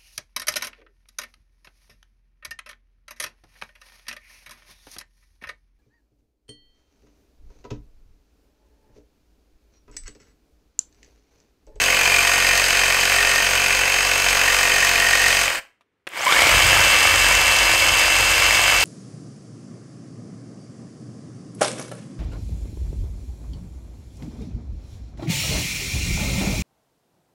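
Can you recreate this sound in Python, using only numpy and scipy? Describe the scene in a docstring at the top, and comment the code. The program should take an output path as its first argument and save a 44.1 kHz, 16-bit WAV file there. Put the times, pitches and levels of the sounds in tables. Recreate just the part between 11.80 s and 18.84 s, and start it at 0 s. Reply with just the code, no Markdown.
"""Reciprocating saw in a workshop

A cordless saw close to the microphone, in a small workshop, cuts a bolt in a wooden beam; it brakes, rests, starts again.
One crank angle drives the strokes: the slide knocks and the teeth rasp at fixed places in each stroke, the gears and
the motor fan sing at multiples of the stroke rate, and in the first cut the blade chatters in its kerf.
Single knocks and ticks mark the trigger and the restart; a short room tail and a quiet room lie around the saw."""
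import sys
import numpy as np
from scipy import signal
from scipy.fft import rfft, irfft
from scipy.io import wavfile

SR = 44100
rng = np.random.default_rng(int(sys.argv[2]) if len(sys.argv) > 2 else 0)


def store_wav(level_fs):
    """Save 16-bit WAV to argv[1]."""
    pcm = np.round(np.clip(np.atleast_2d(level_fs), -1, 1) * 32767)
    wavfile.write(sys.argv[1], SR, pcm.T.astype(np.int16))


N = 310464
T = np.arange(N) / SR  # s

FULL_SPEED_HZ = 46.5  # strokes per second
GEAR_TEETH, PINION_TEETH, FAN_BLADES = 57, 7, 17
MOTOR_TURNS_PER_STROKE = GEAR_TEETH / PINION_TEETH


def undb(db):
    """Decibels to amplitude gain."""
    return 10 ** (np.asarray(db) / 20)


def curves(table):
    """The columns of a table, joined by straight lines in time."""
    s, *columns = np.transpose(table)
    return [np.interp(T, s, column) for column in columns]


def unit(x, where=slice(None)):
    """Scale to rms 1 over the given part."""
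    return x / np.sqrt(np.mean(x[where] ** 2) + 1e-18)


def walk(rate):
    """Smooth chance with a spread near 1, changing `rate` times a second."""
    return 1.6 * np.interp(T * rate, np.arange(N), rng.standard_normal(N))


def colour(x, points, lifts=()):
    """Causal (minimum-phase) filter from a smooth spectrum with resonant lifts on top."""
    f = np.arange(2049) * SR / 4096
    hz, db = np.transpose(points)
    gain_db = np.interp(np.log(f + 1), np.log(hz), db)
    for centre, width, lift in lifts:
        gain_db = gain_db + lift / (1 + (2 * (f - centre) / width) ** 2)
    # folding the cepstrum forward makes the filter causal
    cepstrum = irfft(np.log(undb(gain_db)))
    cepstrum[1:len(f) - 1] *= 2
    cepstrum[len(f):] = 0
    impulse_response = irfft(np.exp(rfft(cepstrum)))
    return signal.fftconvolve(x, impulse_response)[:N]


def crank(rate):
    """Crank angle in turns, where the saw is up to speed, and a gain for sounds that grow with speed."""
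    turns = np.cumsum(rate) / SR
    running = rate > .9 * FULL_SPEED_HZ
    fast = (rate / FULL_SPEED_HZ) ** 2
    return turns, running, fast


def run_up(rate, knee_hz, steepness):
    """Gain of a sound that grows with the stroke rate and levels off above a knee."""
    power = (rate / knee_hz) ** steepness
    return np.sqrt(power / (1 + power))


def lobes(turns, fast, table, base_db):
    """Strength of contact round the crank circle: bumps over a steady base, flatter at low speed."""
    power = undb(base_db) ** 2
    for centre, length, db in table:
        distance = (turns - centre + .5) % 1 - .5
        power = power + undb(db) ** 2 * np.exp(-.5 * (distance / length) ** 2)
    return unit(np.sqrt(power), fast > .8) ** np.minimum(fast, 1)


def contacts(turns, angles, sizes, jitter_s, scatter_db):
    """The same tiny impacts in every stroke, each a little early or late, harder or softer."""
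    places = np.arange(int(turns[-1]) + 1)[:, None] + angles
    chance = rng.standard_normal(places.shape + (2,))
    at = np.interp(places, turns, np.arange(N)) + jitter_s * SR * chance[..., 0]
    size = sizes * undb(scatter_db * chance[..., 1])
    keep = (at > 0) & (at < N - 2) & (places < turns[-1])
    # share each impact between the two nearest samples
    whole, part = at[keep].astype(int), at[keep] % 1
    earlier = np.bincount(whole, size[keep] * (1 - part), N)
    later = np.bincount(whole + 1, size[keep] * part, N)
    return earlier + later


def pattern(turns, running, jitter_s, count=160):
    """Fine bright ticks of worn surfaces that come back at the same crank angles."""
    signs = rng.choice([-1, 1], size=count)
    ticks = contacts(turns, rng.random(size=count), signs, jitter_s, scatter_db=4)
    bright = signal.butter(4, 850, "high", fs=SR, output="sos")
    return unit(signal.sosfilt(bright, ticks), running)


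def grit(spread_db):
    """Dense clicks of unequal size: chips breaking, loose parts rattling."""
    sizes = np.minimum(rng.standard_normal(N // 16 + 1), 2)
    sizes = np.repeat(sizes, 16)[:N]
    return unit(rng.standard_normal(N) * undb(spread_db * sizes))


# colour of the quiet room: pitch_hz, level_db
ROOM_COLOUR = [(20, -24.5), (60, -6), (300, -4), (450, -1.5), (600, -12), (2000, -11.5), (5000, -28),
               (15000, -40.5)]
ROOM_DB = -75.5


def quiet_room():
    """Steady noise of the empty workshop, shaped by the room's spectrum."""
    return undb(ROOM_DB) * unit(colour(rng.standard_normal(N), ROOM_COLOUR))


def workshop(x, wet_db, t60_low, t60_high):
    """A short wooden room: two bands of decaying noise, of which the treble dies first."""
    t = T[:SR // 2]
    low_pass = signal.butter(2, 3000, fs=SR, output="sos")
    high_pass = signal.butter(2, 3000, "high", fs=SR, output="sos")
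    low = signal.sosfilt(low_pass, rng.standard_normal(len(t)))
    high = signal.sosfilt(high_pass, rng.standard_normal(len(t)))
    tail = low * np.exp(-np.log(1000) * t / t60_low)
    tail += 0.93 * high * np.exp(-np.log(1000) * t / t60_high)
    tail *= t > .004  # the tail follows the direct sound by 4 ms
    return x + undb(wet_db) * signal.fftconvolve(x, tail / np.linalg.norm(tail))[:N]


def single_blows(table, decay_s, spectrum):
    """Single blows: a short burst of rattle through the housing or the blade."""
    out = np.zeros(N)
    for s, db in table:
        envelope = np.exp(-np.abs(T - s) / decay_s) * (T >= s)
        burst = colour(rng.standard_normal(N) * envelope, spectrum)
        out += undb(db) * burst / np.abs(burst).max()
    return out


# the trigger clicks back: start_s, peak_db
TRIGGER = [(4.009, -45)]
# knocks as the motor takes up the slack and the blade catches: start_s, peak_db
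JOLTS = [(4.269, -20.5), (4.273, -19.5), (4.374, -21), (4.465, -11), (4.523, -2.5), (4.591, -6), (4.62, -3),
         (4.67, -4), (4.694, -5)]
# colour of these knocks: pitch_hz, level_db
KNOCK_COLOUR = [(20, -40), (60, -16), (300, -4.5), (600, 1), (1100, 4.5), (1700, 1.5), (2400, 3),
                (3500, -4), (7500, -18), (10000, -17), (15000, -32)]


def trigger_and_jolts():
    """The trigger's click and the jolts of starting, as bursts coloured by the housing."""
    click = single_blows(TRIGGER, decay_s=0.008, spectrum=KNOCK_COLOUR)
    return click + single_blows(JOLTS, decay_s=0.0035, spectrum=KNOCK_COLOUR)


# the blade ticks against the bolt as it begins to move: start_s, peak_db
TICKS = [(4.289, -32), (4.375, -24), (4.451, -14)]
# colour of those ticks: pitch_hz, level_db
TICK_COLOUR = [(500, -30), (4000, -12), (7500, 2), (12000, -5), (15500, -6)]


def blade_ticks():
    """Very short bright bursts as the blade touches the bolt."""
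    return single_blows(TICKS, decay_s=0.002, spectrum=TICK_COLOUR)


def drone(turns, running, orders):
    """The mass of the slide shakes saw and beam at the stroke rate and its multiples."""
    lines = np.zeros(N)
    for multiple, db in orders:
        phase = 2 * np.pi * (round(multiple) * turns + rng.random())
        lines += undb(db + 1.2 * walk(12)) * np.sin(phase)
    return unit(lines, running)


def thump():
    """Uneven low thumps of the beam: grit through a low resonance."""
    beam = [(12, -32), (28, -11), (45, 0.5), (85, -2.5), (125, -6.5), (170, -16.0), (400, -31)]  # Hz, dB
    return unit(colour(grit(7.1), beam))


def tone(turns, order, swing, flutter, dips=1):
    """A line at a multiple of the turning rate; the load swings its strength `dips` times a turn and chance shakes its phase."""
    load = 1 + swing * np.cos(2 * np.pi * dips * (turns - .22))
    line = np.sin(2 * np.pi * order * turns + flutter * walk(140))
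    return unit(load * undb(0.66 * walk(25)) * line, np.gradient(turns) > 0)


# bouts of chatter in the first cut: start_s, end_s, lower_mode_level_db, upper_mode_level_db
CHATTER = [(.2, .4, -42, -20.5), (.47, .76, -25.5, -25.5), (.96, 1.16, -28.5, -26.5),
           (1.335, 1.62, -24.5, -25.5), (1.8, 2.0, -40, -25.5), (2.51, 2.57, -40, -23.5),
           (2.65, 2.74, -23.5, -34), (2.833, 3.08, -24, -26.5), (3.19, 3.54, -22.5, -33)]
# each bout swells and dies away over a faint steady ring
CHATTER_ATTACK_S, CHATTER_RELEASE_S, CHATTER_REST_DB = .05, .06, -41


def bouts(column):
    """Strength of one chatter mode: each bout swells, holds and dies away."""
    gain = undb(CHATTER_REST_DB)
    for start, end, *db in CHATTER:
        away = np.maximum(start - T, 0) / CHATTER_ATTACK_S
        away += np.maximum(T - end, 0) / CHATTER_RELEASE_S
        gain = np.maximum(gain, undb(db[column]) * np.exp(-away))
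    return gain


# sideways modes of the blade: pitch_hz, ring_s, kick_angle_turns
CHATTER_MODES = [(1845, .0026, .9), (2406, .0033, .89)]


def chatter(turns, running):
    """Once a stroke the blade is kicked into each sideways mode, whose ring swells and dies."""
    out = np.zeros(N)
    t = T[:SR // 20]
    for mode, (hz, ring_s, angle) in enumerate(CHATTER_MODES):
        kicks = contacts(turns, np.array([angle]), 1, jitter_s=1.3e-5, scatter_db=2.5)
        ring = t * np.exp(-t / ring_s) * np.sin(2 * np.pi * hz * t)
        out += bouts(mode) * unit(signal.fftconvolve(kicks, ring)[:N], running)
    return out


def slide(turns, running, fast, knocks, body, base_db, repeat_db, jitter_s, spread_db):
    """Play in the slide and shoe: a rattle that partly repeats each stroke and rings the gearcase and beam."""
    rattle = undb(repeat_db) * pattern(turns, running, jitter_s) + grit(spread_db)
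    return unit(colour(rattle * lobes(turns, fast, knocks, base_db), body), running)


# colour of the teeth on steel: pitch_hz, level_db
RASP = [(1800, -19), (3200, 1), (3800, -1.5), (4900, -0.5), (5700, -1), (6200, -0.5), (7000, 0.5),
        (8400, -3), (9300, -7.5), (11000, -11.5), (12800, -14.5), (14300, -16.5), (15600, -24)]
# resonances of the blade: pitch_hz, width_hz, lift_held_lightly_db, lift_pressed_home_db
BLADE = [(3740, 130, 4, 0), (4270, 130, 5.5, 3.5), (4885, 280, 6.5, 4.5), (8190, 370, 6, 6),
         (11720, 500, 6.5, 8), (12650, 220, 7, 2), (13480, 250, 9.5, 2), (14250, 300, 7.5, 7)]


def teeth(turns, running, fast, bites, cut, base_db, repeat_db, spread_db):
    """Teeth scrape the bolt with a wavering strength and ring the blade."""
    scrape = grit(spread_db) + undb(repeat_db) * pattern(turns, running, jitter_s=1.4e-5)
    scrape *= lobes(turns, fast, bites, base_db) * undb(0.45 * walk(90))
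    blade = [(hz, width, lift[cut]) for hz, width, *lift in BLADE]
    return unit(colour(scrape, RASP, blade), running)


# crank speed in the first cut, before braking: time_s, stroke_rate_hz
SPEED_1 = [(0, 46.32), (.35, 46.09), (1.5, 45.96), (2.35, 46.68), (2.9, 46.06), (3.5, 45.93), (3.63, 46.01)]
# how hard the hand presses: time_s, press_db
PRESS = [(0, -.6), (.55, .5), (1.45, 0), (1.8, -1.6), (2.3, -1.4), (2.75, 1.1), (3.25, 0), (3.5, 1),
         (3.63, -0.6)]
# where the slide knocks within a stroke: crank_angle_turns, length_turns, level_db
KNOCKS_1 = [(.07, 0.11, -2.5), (.39, 0.025, -6), (.48, 0.12, -1.5), (.75, 0.024, 3.5), (.91, 0.1, 4)]
# where the teeth bite within a stroke: crank_angle_turns, length_turns, level_db
BITES_1 = [(.12, 0.13, -9.5), (.42, 0.11, -6.5), (.84, 0.082, 3)]
# drone of the swinging slide: stroke_rate_multiple, level_db
DRONE_1 = [(1, -0.5), (2, -5.5), (3, -12.5), (4, -11), (5, -19), (6, -9.5), (7, -13), (8, -14), (9, -2),
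           (10, -7.5), (11, -2), (12, -10), (13, -15.5), (14, -9.5), (15, 2), (16, -4), (17, -5), (19, -8)]
# colour of gearcase, shoe and beam under the knocks: pitch_hz, level_db
BODY_1 = [(30, -10.5), (100, -16), (250, -19.5), (430, -10.5), (560, -3.5), (880, -3), (1050, -0.5),
          (1300, -3), (1600, 1), (2200, 2.5), (2600, 2), (2850, -2.5), (3080, 1.5), (3400, -17),
          (5000, -24)]
# levels before hand pressure and braking
KNOCK_1_DB, RASP_1_DB, SHAKE_1_DB = -19.5, -23.5, -31.5
# the trigger is let go and the brake grips ever harder
RELEASE_S, BRAKE_S, BRAKE_POWER = 3.63, .183, 3.5


def first_cut():
    """The saw is held lightly: the blade chatters and the fan whistles; then the brake stops it."""
    braking = np.clip((T - RELEASE_S) / BRAKE_S, 0, 1)
    rate = curves(SPEED_1)[0] * (1 - braking ** BRAKE_POWER)
    turns, running, fast = crank(rate)
    press_db, = curves(PRESS)
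    # the rasp follows the hand most; these three fade as the brake grips
    knock = undb(KNOCK_1_DB + 0.46 * press_db - 6.7 * braking)
    rasp = undb(RASP_1_DB + 0.92 * press_db - 11 * braking)
    shake = undb(SHAKE_1_DB + .3 * press_db - 19 * braking)
    out = knock * slide(turns, running, fast, KNOCKS_1, BODY_1,
                        base_db=-6, repeat_db=-2, jitter_s=2.5e-5, spread_db=4)
    out += rasp * teeth(turns, running, fast, BITES_1, cut=0, base_db=-1.5, repeat_db=-4.0, spread_db=4.0)
    out += shake * drone(turns, running, DRONE_1)
    out += chatter(turns, running)
    gears = undb(-28.5) * tone(turns, GEAR_TEETH, swing=.9, flutter=.35, dips=2)
    fan = undb(-31.5) * tone(turns, MOTOR_TURNS_PER_STROKE * FAN_BLADES, swing=0.35, flutter=0.15)
    # gears and motor stop singing soon after the trigger is let go
    out += (gears + fan) * np.interp(T, [3.64, 3.69], [1, 0])
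    return out * np.interp(T, [3.785, 3.805], [1, 0])


# crank speed in the second cut: time_s, stroke_rate_hz
SPEED_2 = [(4.27, 0), (4.46, 16.1), (4.6, 35.63), (4.72, 45.7), (4.82, 47.08), (5.1, 46.637),
           (7.04, 46.716)]
# where the slide knocks within a stroke: crank_angle_turns, length_turns, level_db
KNOCKS_2 = [(.02, 0.054, -5.5), (.15, 0.014, -19), (.37, 0.049, -6.5), (.48, 0.027, -7), (.63, .025, -13),
            (.88, 0.028, 1.5)]
# where the teeth bite within a stroke: crank_angle_turns, length_turns, level_db
BITES_2 = [(.12, 0.076, -10), (.38, 0.014, 9.5), (.49, .05, 2), (.88, 0.077, 7)]
# drone of the swinging slide: stroke_rate_multiple, level_db
DRONE_2 = [(1, 3.5), (2, -2.5), (4, -22), (6, -17), (7, -3), (10, -6.5), (11, -8), (12, -6), (13, -0.5),
           (15, -2), (16, -6)]
# colour of gearcase, shoe and beam under the knocks: pitch_hz, level_db
BODY_2 = [(25, -34), (100, -19), (250, -13.5), (400, -11), (530, -2), (850, -3), (1100, 1), (1430, -3.5),
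          (1650, 2.5), (1950, 0), (2250, 7), (2500, -3), (3100, 0), (3500, -8.5), (5000, -25.5)]
# gearcase resonances, which growl as the rising gear note crosses them: pitch_hz, width_hz, lift_db
GEARCASE = [(1045, 200, 13.5), (2200, 210, 3.5)]
# levels before speed and load
KNOCK_2_DB, RASP_2_DB, THUMP_DB, MESH_DB = -19, -22.5, -38, -24.5
# the teeth dig in until this time, then the load eases with this time constant
DIG_UNTIL_S, EASE_S = 4.93, 0.75
# what that digging adds to each sound
DIG_KNOCK_DB, DIG_RASP_DB, DIG_THUMP_DB, DIG_MESH_DB, DIG_FAN_DB = 3, 1.16, 8.5, 2.5, 1.5


def second_cut():
    """The shoe is pressed home: the gears sing under load and the beam thumps unevenly."""
    rate, = curves(SPEED_2)
    turns, running, fast = crank(rate)
    motor = turns * MOTOR_TURNS_PER_STROKE
    dig = np.exp(-np.maximum(T - DIG_UNTIL_S, 0) / EASE_S)
    # these grow with speed and are louder while the teeth dig in
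    knock = undb(KNOCK_2_DB + DIG_KNOCK_DB * dig) * run_up(rate, knee_hz=22.3, steepness=2.93)
    rasp = undb(RASP_2_DB + DIG_RASP_DB * dig) * run_up(rate, knee_hz=27, steepness=3.6)
    shake = undb(THUMP_DB + DIG_THUMP_DB * dig + 1.2 * walk(9)) * fast ** 1.7
    gear_hz = GEAR_TEETH * rate
    case_db = sum(lift / (1 + (2 * (gear_hz - hz) / width) ** 2) for hz, width, lift in GEARCASE)
    mesh = undb(MESH_DB + DIG_MESH_DB * dig + case_db) * run_up(rate, knee_hz=28.2, steepness=4.7)

    out = knock * slide(turns, running, fast, KNOCKS_2, BODY_2,
                        base_db=-4.5, repeat_db=-5.5, jitter_s=4e-5, spread_db=5.5)
    out += rasp * teeth(turns, running, fast, BITES_2, cut=1, base_db=5, repeat_db=-5.5, spread_db=4.0)
    out += shake * thump()
    out += undb(-34.5) * fast * drone(turns, running, DRONE_2)
    # the gear teeth are loaded twice a stroke, and clatter in their play until the speed settles
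    backlash = np.clip(1 - fast ** 4, 0, 1)
    out += mesh * tone(turns, GEAR_TEETH, swing=1.04, flutter=0.35 + 1.2 * backlash, dips=2)
    # the loaded gear train rings at a few more multiples of the stroke rate
    ringing = undb(-30) * tone(turns, order=65, swing=0.56, flutter=0.42, dips=2)
    ringing += undb(-35) * tone(turns, order=105, swing=1.0, flutter=0.27)
    ringing += undb(-38.0) * tone(turns, order=107, swing=.7, flutter=0.25)
    hum = undb(-34.5) * tone(motor, order=4, swing=0.45, flutter=0.29)
    fan = tone(turns, MOTOR_TURNS_PER_STROKE * FAN_BLADES, swing=.8, flutter=0.29, dips=2.2)
    fan *= undb(-35.5 + DIG_FAN_DB * dig)
    out += fast * (ringing + hum + fan)
    # a hoarse whistle climbs while the motor gathers speed
    whistle = tone(motor, order=62, swing=.3, flutter=1.5) * walk(500)
    out += undb(-38) * whistle * np.interp(T, [4.32, 4.42, 4.5], [0, 1, 0])
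    # the rising fan note squawks as it sweeps through a resonance of the housing
    squawk = np.sin(2 * np.pi * FAN_BLADES * motor)
    out += undb(-19) * squawk * np.interp(T, [4.515, 4.53, 4.545], [0, 1, 0])
    return out * np.interp(T, [4.268, 4.28], [0, 1])


def scene():
    """Two cuts close by with a short rest between them, in the room."""
    saw = first_cut() + second_cut() + trigger_and_jolts() + blade_ticks()
    in_room = workshop(saw, wet_db=-14.5, t60_low=0.31, t60_high=0.25)
    return (in_room + quiet_room())[None]


def record(dry):
    """The microphone's recorder clips at full scale and cuts the top."""
    top_cut = signal.ellip(12, .1, 85, 15650, fs=SR, output="sos")  # edge at 15650 Hz
    return signal.sosfilt(top_cut, np.clip(dry, -1, 1))


dry = scene()
out = record(dry)
store_wav(out)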